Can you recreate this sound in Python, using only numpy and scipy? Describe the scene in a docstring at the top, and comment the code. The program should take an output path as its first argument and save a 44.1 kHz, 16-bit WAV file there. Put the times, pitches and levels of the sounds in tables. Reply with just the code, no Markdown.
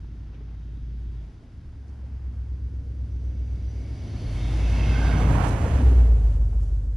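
"""A snowy forest road, a stereo microphone just over a metre from the wheel track, a light breeze on it.
From some 40 m off a V8 saloon comes up, its uneven firing burbling in a loud, resonant exhaust.
The driver lifts off, then presses again; intake drone and engine-bay whirr beam ahead of the car.
At about 5.4 s it passes close on the right, lifting off, its tyres roaring and spraying packed snow.
The crust crunches behind it, and the exhaust draws away, lower and duller."""
import sys
import numpy as np
from scipy import signal
from scipy.fft import rfft, irfft, next_fast_len
from scipy.io import wavfile

SR = 44100
rng = np.random.default_rng(int(sys.argv[2]) if len(sys.argv) > 2 else 0)


def store_wav(level_fs):
    """Save 16-bit WAV to argv[1]."""
    pcm = np.round(np.clip(np.atleast_2d(level_fs), -1, 1) * 32767)
    wavfile.write(sys.argv[1], SR, pcm.T.astype(np.int16))


N = 307258
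TIME = np.arange(N) / SR
CAR_M_PER_S, SOUND_M_PER_S = 8, 343
ABEAM_S = 5.42  # the front axle draws level with the microphone
# where each part sits: behind_front_axle_m, side_of_microphone_m
TAILPIPE, SILENCER, MID_PIPE = (3.3, 2.75), (1.3, 2.86), (0.7, 3.1)
GRILLE, FRONT_TYRES, REAR_TYRES = (-0.2784, 1.25), (-0.86, 2.34), (2.1, 1.22)

# engine speed in four-stroke cycles: time_s, cycle_hz
ENGINE_SPEED = [(0.0, 11.325), (0.443, 11.186), (1.11, 11.497), (1.35, 10.3), (1.718, 8.683), (2.05, 8.337),
                (2.396, 7.877), (2.807, 8.086), (3.259, 7.83), (3.788, 7.79), (3.988, 8.57), (4.3, 10.0),
                (4.629, 11.28), (4.938, 11.37), (5.268, 11.35), (5.527, 9.879), (5.873, 7.929),
                (6.1, 7.023), (6.343, 6.257), (6.628, 6.226), (6.97, 6.257)]
# pedal moves, and the dip or lift of the note after each: start_s, load_change, note_db, spread_s
PEDAL_MOVES = [(.62, 0.22, 1, .2), (1.17, -1.06, -10, 0.091), (2.02, 0.46, 1.5, 0.46),
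               (3.8, 0.49, -6.5, 0.37), (5.29, -1.07, 0, 0.33)]
# engine orders, the odd ones strong as each bank fires unevenly: cycle_multiple, level_db
ENGINE_ORDERS = [(3, -1), (5, -0.5), (6, -18), (7, -7.5), (8, 3.5), (9, -6), (10, -15), (11, 3.5),
                 (13, 4.5), (15, -4), (16, -1), (17, -4), (19, 1), (21, -2), (23, -5), (24, -5), (27, -0.5),
                 (29, -1.5)]
# resonances of the tailpipe: pitch_hz, gain_db
PIPE_RESPONSE = [(25, -33), (40, -20), (49, 0.5), (57, 5), (64, 3.5), (72, -5.5), (88, -9.5), (102, -6.5),
                 (128, -15.5), (150, -19), (185, -23.5), (260, -34)]
# gas rushing through the pipe: pitch_hz, level_db
RUSH_SPECTRUM = [(25, -12.5), (40, 3), (70, 5), (110, 8), (150, 2.5), (200, 0), (280, 0.5), (340, -7),
                 (450, -14), (700, -32.5), (1500, -53), (8000, -100)]
# rasp of the silencer: pitch_hz, level_db
RASP_SPECTRUM = [(60, -23.5), (190, -4.5), (310, -6), (430, 6), (600, 2), (850, -8), (1500, -23.5),
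                 (8000, -74.5)]
# hollow notes of the pipe mouth: pitch_hz, width_hz, level_db
MOUTH_NOTES = [(225, 54, 0.0046), (380, 130, 0)]
# hollow notes of the air intake: pitch_hz, width_hz, level_db
INTAKE_NOTES = [(314, 72, 1.5), (600, 240, -0.5)]
# fan and belt: pitch_hz, level_db
WHIRR_SPECTRUM = [(600, 5.5), (1200, 0), (1900, 3), (2400, -1), (2800, 0.5), (3500, -1.5), (4100, -4),
                  (5200, -4.5), (6400, -8), (7400, -21.5), (9100, -44), (10100, -14), (11300, -40.5),
                  (14000, -61)]
# engine-bay whines: pitch_hz, width_hz, level_db, peak_s, spread_s, swell_db, rev_power
BAY_WHINES = [(2230, 82, -20.5, 4.17, 0.83, 8, -0.23), (2126, 130, -21.5, 4.74, 0.6, 9, 0.21),
              (2653, 200, -19, 4.67, 0.35, 8, 2), (3144, 200, -20.5, 4.253, 0.21, 10.5, 2.9),
              (3596, 320, -25, 4.46, 0.3, 16, 1), (4410, 220, -27.5, 4.22, .36, 15, 0.5),
              (4740, 120, -24.5, 3.85, 0.48, 7, -0.5), (5190, 150, -28, 4.1, .45, 5, -0.5),
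              (5920, 80, -24.5, 3.65, 0.7, 9.5, 0), (10100, 580, -31, 4.283, 0.25, 7, -0.5),
              (3740, 240, -27, 0.88, 1.0, 12.5, 2), (3350, 300, -27, 1, .8, 12.5, 2)]
# rumble under the car: pitch_hz, level_db
UNDERBODY_SPECTRUM = [(25, -7.5), (45, 1), (90, -4.5), (140, 5.5), (195, -5.5), (265, -2), (330, -17.5),
                      (600, -40.5), (4000, -100)]
# treads on packed snow: pitch_hz, level_db
ROAR_SPECTRUM = [(150, -1.5), (300, 1.5), (500, -3.5), (700, 3.5), (950, 1), (1200, -4), (1600, -6.5),
                 (2200, -10), (2900, -12), (4000, -27.5), (6000, -29.5), (14000, -64)]
# flung snow crystals: pitch_hz, level_db
SPRAY_SPECTRUM = [(1000, -17), (3000, 1.5), (5000, 0), (6500, 3), (8500, -2), (10200, -2.5), (11300, -11.5),
                  (13500, -18), (14500, -31)]
# patches of rougher snow: peak_s, spread_s, more_roar_db, more_spray_db
ROUGH_PATCHES = [(.38, 0.2, 6.5, -3.5), (1.25, 0.17, 5, 1.5), (2.15, 0.44, 7, 1), (4.52, 0.19, 4, 4.5),
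                 (5.92, 0.15, 0, 2), (6.649, 0.18, 2.5, 2.5)]
# groan of loose snow: pitch_hz, width_hz, level_db
CHURN_NOTES = [(286, 71, 0), (358, 70, -4), (449, 100, -5)]
# snow crust giving way: start_s, rise_s, level_db, thud_hz, crackle_against_thud_db, crackle_hz
CRUST_BREAKS = [(0.041, 0.0055, -53, 280, -7, 900), (.3, .04, -67, 300, -5.5, 1700),
                (.34, 0.0089, -58, 400, -5.5, 2020), (.404, 0.0076, -50, 330, -15, 1200),
                (.533, 0.011, -63, 745, -3, 1200), (1.15, .07, -74, 600, 2, 1900),
                (1.37, 0.063, -64.5, 524, -11, 900), (1.872, 0.017, -49.5, 227, -23, 4500),
                (2.015, .02, -60.5, 497, -16, 900), (5.653, 0.0086, -30, 404, -11, 900),
                (5.77, 0.03, -29, 223, -25, 2200), (5.805, 0.0062, -36, 507.6, -14, 900),
                (5.855, 0.011, -40.5, 718, -9, 1800), (5.909, 0.015, -30.5, 224, -26, 900),
                (6.52, 0.012, -56, 770, -4, 900), (6.61, .02, -58, 500, -8, 6000)]
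# puffs of wind on the microphone, the last two from the passing car: peak_s, spread_s, boost_db
WIND_PUFFS = [(.82, 0.07, 10), (1.09, .12, 11), (1.7, 0.06, 14), (2.2, .05, 11), (2.87, .06, 13),
              (5.52, .1, 23), (5.75, .05, 24)]
# quiet forest air: pitch_hz, level_db
FOREST_SPECTRUM = [(25, 15), (100, 10.5), (200, 1), (320, 0), (460, -4), (800, -6), (1500, 8), (3000, -12),
                   (5000, -3.5), (7000, -25), (10500, -37.5), (11500, -52.5)]
# left channel against the right, car abeam: pitch_hz, gain_db
LEFT_SHADOW = [(220, -2), (450, 1.5), (800, -14), (1300, -22), (2200, -17), (3200, -16.5), (4500, -6.5),
               (7000, -1.5), (13000, -2.5)]
# phase lag of the left channel, car abeam: pitch_hz, lag_rad
LEFT_LAG = [(3800, 0), (4900, 1.5), (7300, 2.9), (10000, 3.6), (13000, 6.3)]
# likeness of the microphone's two channels: pitch_hz, correlation
CHANNEL_LIKENESS = [(100, 0.94), (300, 1), (700, 0.8), (1400, 0.34), (3000, 0.89), (4800, 0.71),
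                    (7000, 0.48), (11000, 0.083)]


def exhaust(boom_db, boom_load_db, rush_db, puff_depth, lump_depth, behind_db):
    """The pipe booms, and its gas rushes out in eight puffs a cycle, in uneven lumps under load."""
    turns = np.cumsum(engine_speed()) / SR
    puffs = np.cos(2 * np.pi * 8 * turns)
    lumps = np.cos(2 * np.pi * 3 * turns) * engine_load()
    rush = shaped(air_noise() * (1 + puff_depth * puffs + lump_depth * lumps), RUSH_SPECTRUM)
    rush *= from_db(rush_db + behind_db * gone_by(TAILPIPE)) * gas_flow(rev_power=0.51, load_db=1.5)
    rush *= reach(MID_PIPE, snow_db_per_m=0.09, scatter_db=-23.5)
    falter_db = sum(db * swell(s + 0.25, spread_s) for s, _, db, spread_s in PEDAL_MOVES)
    flank_db = -6 * swell(5.45, 0.57)  # the car's flank hides the tailpipe from the microphone
    note = boom(turns, waver=0.11, crank_turns=-0.036, smear_turns=0.045)
    note *= from_db(boom_db + boom_load_db * engine_load() + falter_db + flank_db)
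    return note * reach(TAILPIPE, snow_db_per_m=0.15, scatter_db=-29.5) + rush


def boom(turns, waver, crank_turns, smear_turns):
    """Each engine order sounds as loudly as the pipe resonates at its pitch."""
    cycle_hz = engine_speed()
    # uneven orders stand out under load and recede as the pipe mouth goes by
    burble_db = -4.5 + 6.5 * engine_load() - 3.5 * swell(6.06, 0.18)
    # harder as the revs climb and alongside, duller from behind
    tilt_db_per_octave = 2.5 * swell(4.2, 0.22) + 6 * swell(5.32, 0.24) - 4.5 * gone_by(TAILPIPE)
    out = 0
    for order, level_db in ENGINE_ORDERS:
        hz = order * cycle_hz
        uneven = order % 8 != 0
        resonance_db = at_hz(PIPE_RESPONSE, hz) + silencer_drum(hz, box_hz=104, spread_octaves=0.17)
        tilt_db = tilt_db_per_octave * np.log2(np.maximum(hz / 60, 1))
        gain = from_db(level_db + uneven * burble_db + resonance_db + tilt_db)
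        # the pipe holds the orders back unequally, which spreads them over the cycle
        angle = 2 * np.pi * order * (turns + crank_turns + smear_turns * order)
        # no two cycles burn quite alike
        out += gain * ((1 + waver * drift(23)) * np.cos(angle) + waver * drift(15) * np.sin(angle))
    return out


def silencer_drum(hz, box_hz, spread_octaves):
    """Boost in dB of an order that meets the silencer box's own note during the hard pull."""
    return 4.4 * swell(4.72, 0.7) * np.exp(-(np.log2(hz / box_hz) / spread_octaves) ** 2)


def silencer_rasp(level_db):
    """The silencer rasps in the low mids, most under throttle."""
    gain = from_db(level_db) * gas_flow(rev_power=0.78, load_db=3) * reach(SILENCER, snow_db_per_m=0.83)
    return gain * shaped(air_noise(), RASP_SPECTRUM)


def pipe_mouth(level_db, beam_power):
    """The pipe mouth sounds throaty once it points back at the microphone."""
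    beam = gone_by(TAILPIPE) ** beam_power
    return from_db(level_db) * beam * reach(TAILPIPE, snow_db_per_m=6.5) * hollow(MOUTH_NOTES)


def engine_speed():
    """Four-stroke cycles per second."""
    return np.interp(TIME, *np.transpose(ENGINE_SPEED))


def engine_load(lag_s=0.22):
    """Load starts at 1 and follows each move of the pedal with a lag."""
    return 1 + sum(change * (1 - np.exp(-np.maximum(TIME - s, 0) / lag_s))
                   for s, change, _, _ in PEDAL_MOVES)


def gas_flow(rev_power, load_db):
    """Gain that follows a power of engine speed and rises by load_db per unit of load."""
    cycle_hz = engine_speed()
    return (cycle_hz / cycle_hz.max()) ** rev_power * from_db(load_db * (engine_load() - 1.5))


def engine_bay(whirr_db, whine_db, waver_db):
    """Fan and belt whirr in a tight forward beam; the whines spread wider and swell as they sweep past."""
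    forwards = approaching(GRILLE)
    out = shaped(air_noise(), WHIRR_SPECTRUM)
    out *= from_db(whirr_db) * forwards ** 12 * gas_flow(rev_power=0.26, load_db=2)
    for hz, width_hz, db, peak_s, spread_s, swell_db, rev_power in BAY_WHINES:
        gain = from_db(whine_db + db + swell_db * swell(peak_s, spread_s) + waver_db * drift(9.2))
        out += gain * forwards ** 3.5 * gas_flow(rev_power, 0) * narrow_tone(hz, width_hz, GRILLE)
    return reach(GRILLE, snow_db_per_m=1.23, scatter_db=-44) * out


def intake(level_db, beam_power, gulp_db):
    """The air intake drones ahead of the car and gulps as the throttle opens."""
    gain = from_db(level_db + gulp_db * swell(4.4, 0.49)) * approaching(GRILLE) ** beam_power
    return gain * reach(GRILLE, snow_db_per_m=1) * hollow(INTAKE_NOTES)


def underbody(level_db, peak_s, spread_s):
    """A dull rumble escapes from under the car while it is alongside the microphone."""
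    near = 1 / (1 + ((TIME - peak_s) / spread_s) ** 2)
    return from_db(level_db) * near * shaped(air_noise(), UNDERBODY_SPECTRUM)


def tyres(roar_db, spray_db, ruts_db, grit_share, clod_share):
    """Treads roar on packed snow and fling it up; ruts shake both sounds together."""
    shake_db = ruts_db * drift(28)
    roar = shaped(air_noise() + grit_share * grit(per_s=900), ROAR_SPECTRUM)
    roar += clod_share * clods(per_s=260)
    spray = shaped(air_noise() + grit_share * grit(per_s=4600), SPRAY_SPECTRUM)
    for peak_s, spread_s, more_roar_db, more_spray_db in ROUGH_PATCHES:
        roar *= from_db(more_roar_db * swell(peak_s, spread_s))
        spray *= from_db(more_spray_db * swell(peak_s, spread_s))
    roar *= from_db(roar_db + shake_db) * axle_reach(snow_db_per_m=2.4, scatter_db=-37.5)
    spray *= from_db(spray_db + shake_db) * axle_reach(snow_db_per_m=0.73, scatter_db=-31)
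    return roar + spray


def grit(per_s):
    """Snow crystals snap at random: many tiny clicks and a few larger ones."""
    sizes = from_db(2.5 * np.minimum(rng.exponential(1, N), 3))
    return rms_one((rng.random(N) < per_s / SR) * sizes * air_noise())


def clods(per_s):
    """Lumps of packed snow break under the treads: dull knocks of uneven size and pitch."""
    pitches_hz = np.geomspace(280, 1400, 12)
    breaks = (rng.random(N) < per_s / SR) * rng.choice([-1, 1], N)
    breaks = breaks * from_db(2.5 * np.minimum(rng.exponential(1, N), 2))
    pitch_index = rng.integers(0, len(pitches_hz), N)
    knocks = (resonate(breaks * (pitch_index == k) + 1e-18, hz, hz / 5) for k, hz in enumerate(pitches_hz))
    return rms_one(sum(map(rms_one, knocks)))


def near_wheel(crush_db, tread_hz, spit_db):
    """The nearest tyre crushes snow beside the microphone: a short surge, then a spit of crystals."""
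    crush = ring_twice(air_noise() + grit(per_s=380), tread_hz, 570, 830)
    spit = shaped(grit(per_s=2100), SPRAY_SPECTRUM)
    return from_db(crush_db) * swell(5.433, 0.06) * crush + from_db(spit_db) * swell(5.475, 0.06) * spit


def squeal(level_db, pitch_hz, width_hz):
    """A rough squeal swells and fades as the front wheel nears the microphone."""
    return from_db(level_db) * swell(5.055, 0.16) * narrow_tone(pitch_hz, width_hz, FRONT_TYRES)


def churn(level_db, peak_s, spread_s):
    """The tyres groan through looser snow on the way up."""
    return from_db(level_db) * swell(peak_s, spread_s) * hollow(CHURN_NOTES)


def crunches(thud_width, crackle_width):
    """Crust gives way: a soft crackle over a dull thud, their widths given as shares of their pitch."""
    snaps = grit(per_s=2500) + 1e-18
    noise = rng.standard_normal(N)
    out = np.zeros((2, N))
    for start_s, rise_s, level_db, thud_hz, crackle_db, crackle_hz in CRUST_BREAKS:
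        age = np.maximum(TIME - start_s, 0) / rise_s
        envelope = (age * np.exp(1 - np.minimum(age, 50))) ** 2
        thud = ring_twice(noise, thud_hz, thud_width * thud_hz, thud_width * thud_hz)
        crackle = ring_twice(snaps, crackle_hz, crackle_width * crackle_hz, crackle_width * crackle_hz)
        out += from_db(level_db) * envelope * (thud + from_db(crackle_db) * crackle)
    return out


def breeze(level_db):
    """A light breeze buffets the microphone with a faint, lumpy rumble."""
    band = signal.butter(2, [25, 44], "band", fs=SR, output="sos")
    rumble = rms_one(signal.sosfilt(band, rng.standard_normal(N)))
    puffs_db = sum(db * swell(peak_s, spread_s) for peak_s, spread_s, db in WIND_PUFFS)
    return from_db(level_db + puffs_db) * rumble


def forest(level_db):
    """The steady hush of the forest around the microphone."""
    return from_db(level_db) * shaped(air_noise(), FOREST_SPECTRUM)


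def pass_by(sound, side_m, wheelbase_m, bend):
    """As either axle comes abeam, the left channel falls into shadow and gets the treble late."""
    nearer_axle_m = np.minimum(sight((0, side_m))[0], sight((wheelbase_m, side_m))[0])
    bearing = side_m / nearer_axle_m * (1 + bend) - bend  # 1 abeam; the far road bends a little left
    hz, frame_s, frames = signal.stft(sound, SR, nperseg=512)
    rightwards = np.interp(frame_s, TIME, bearing)
    shadow = from_db(np.outer(at_hz(LEFT_SHADOW, hz) * (hz > 200), rightwards))
    lag = np.exp(-1j * np.outer(at_hz(LEFT_LAG, hz), np.tanh(2 * rightwards)))
    channels = np.array([shadow * lag, np.ones_like(shadow)]) * 2 / (1 + shadow)
    return signal.istft(frames * channels, SR)[1][:, :N]


def sight(place):
    """A part's distance in m from the microphone, and the cosine of its angle to the road."""
    behind_m, side_m = place
    to_go_m = behind_m + CAR_M_PER_S * (ABEAM_S - TIME)
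    distance_m = np.hypot(to_go_m, side_m)
    return distance_m, to_go_m / distance_m


def approaching(place):
    """Near 1 while a part is far up the road, 0 from abeam onwards."""
    return np.maximum(sight(place)[1], 0)


def gone_by(place):
    """0 until a part is abeam, then rising towards 1."""
    return np.maximum(-sight(place)[1], 0)


def reach(place, snow_db_per_m, scatter_db=-120):
    """Gain against the closest point: sound spreads, snow soaks it up, trees scatter a little back."""
    distance_m, side_m = sight(place)[0], place[1]
    direct = side_m / distance_m * from_db(-snow_db_per_m * (distance_m - side_m))
    return np.hypot(direct, from_db(scatter_db))


def axle_reach(snow_db_per_m, scatter_db, rear_db=-5.5):
    """Front and rear tyres add in power at the microphone."""
    front, rear = (reach(axle, snow_db_per_m, scatter_db) for axle in (FRONT_TYRES, REAR_TYRES))
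    return np.hypot(front, from_db(rear_db) * rear)


def narrow_tone(hz, width_hz, place):
    """A wavering tone, at hz on the approach and sinking by Doppler shift as it draws level."""
    travel_s = sight(place)[0] / SOUND_M_PER_S
    angle = 2 * np.pi * hz * (TIME - travel_s) / (1 + CAR_M_PER_S / SOUND_M_PER_S)
    lowpass = signal.butter(2, width_hz / 2, fs=SR, output="sos")
    in_phase, quadrature = signal.sosfilt(lowpass, rng.standard_normal((2, N)))
    return rms_one(in_phase * np.cos(angle) + quadrature * np.sin(angle))


def air_noise():
    """Stereo noise, nearly alike in both channels in the bass and unrelated in the top treble."""
    size = next_fast_len(N, True)
    alike = np.clip(at_hz(CHANNEL_LIKENESS, np.fft.rfftfreq(size, 1 / SR)), 0, 1)
    mid, side = rfft(rng.standard_normal((2, size)))
    return irfft(mid + np.sqrt((1 - alike) / (1 + alike)) * side * [[1], [-1]], size)[:, :N]


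def hollow(notes):
    """Noise rings a few broad resonances."""
    noise = air_noise()
    return sum(from_db(db) * ring_twice(noise, hz, width_hz, 2 * width_hz) for hz, width_hz, db in notes)


def ring_twice(x, hz, first_width_hz, second_width_hz):
    """Two resonances in series at one pitch, at unit rms."""
    return rms_one(resonate(resonate(x, hz, first_width_hz), hz, second_width_hz))


def resonate(x, hz, width_hz):
    """One resonance with gain 1 on top."""
    radius = np.exp(-np.pi * width_hz / SR)
    poles = [1, -2 * radius * np.cos(2 * np.pi * hz / SR), radius ** 2]
    return signal.lfilter(np.array([1, 0, -1]) * (1 - radius ** 2) / 2, poles, x)


def shaped(x, spectrum):
    """Colour x with a minimum-phase filter and scale it to unit rms."""
    size = 2 * next_fast_len(N // 2 + SR // 4)
    cepstrum = irfft(np.log(from_db(at_hz(spectrum, np.fft.rfftfreq(size, 1 / SR)))))
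    cepstrum[1:size // 2] *= 2
    cepstrum[size // 2 + 1:] = 0
    return rms_one(irfft(rfft(x, size) * np.exp(rfft(cepstrum)))[..., :N])


def at_hz(points, hz):
    """Read a spectrum on a log-frequency axis."""
    knots, values = np.transpose(points)
    return np.interp(np.log(np.maximum(hz, 1)), np.log(knots), values)


def drift(rate_hz):
    """Slow random wander at unit rms."""
    knots = rng.standard_normal(int(N / SR * rate_hz) + 2)
    return rms_one(np.interp(TIME * rate_hz, np.arange(len(knots)), knots))


def swell(peak_s, spread_s):
    """A smooth bump of height 1."""
    return np.exp(-((TIME - peak_s) / spread_s) ** 2)


def from_db(db):
    """Decibels to gain."""
    return 10 ** (np.asarray(db) / 20)


def rms_one(x):
    """Scale to unit rms."""
    return x / np.sqrt(np.mean(x ** 2) + 1e-20)


def scene():
    """The car passes the roadside microphone in the quiet forest."""
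    car = exhaust(boom_db=-15.5, boom_load_db=3, rush_db=-25.5,
                  puff_depth=0.39, lump_depth=0.28, behind_db=-3)
    car += silencer_rasp(level_db=-33.5)
    car += engine_bay(whirr_db=-22.5, whine_db=-21.5, waver_db=1.5)
    car += intake(level_db=-31, beam_power=14, gulp_db=4.5)
    car += pipe_mouth(level_db=-37.5, beam_power=0.2)
    car += underbody(level_db=-29, peak_s=5.27, spread_s=0.12)
    car += tyres(roar_db=-33.5, spray_db=-50, ruts_db=1, grit_share=0.55, clod_share=0.44)
    hush = forest(level_db=-69)
    car += squeal(level_db=-41, pitch_hz=1555, width_hz=130)
    car += near_wheel(crush_db=-30.5, tread_hz=800, spit_db=-48)
    wind = breeze(level_db=-54.5)
    car += churn(level_db=-57, peak_s=3.9, spread_s=1.76)
    crust = crunches(thud_width=0.43, crackle_width=0.92)
    return pass_by(car, side_m=1.52, wheelbase_m=3.44, bend=0.11) + crust + wind + hush


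def record(dry):
    """The ends are eased and the top treble is cut steeply."""
    fade_s, cutoff_hz = 0.004, 14400
    ease = np.minimum(np.minimum(TIME, TIME[::-1]) / fade_s, 1)
    return signal.sosfilt(signal.ellip(10, 0.1, 80, cutoff_hz, fs=SR, output="sos"), dry * ease)


dry = scene()
out = record(dry)
store_wav(out)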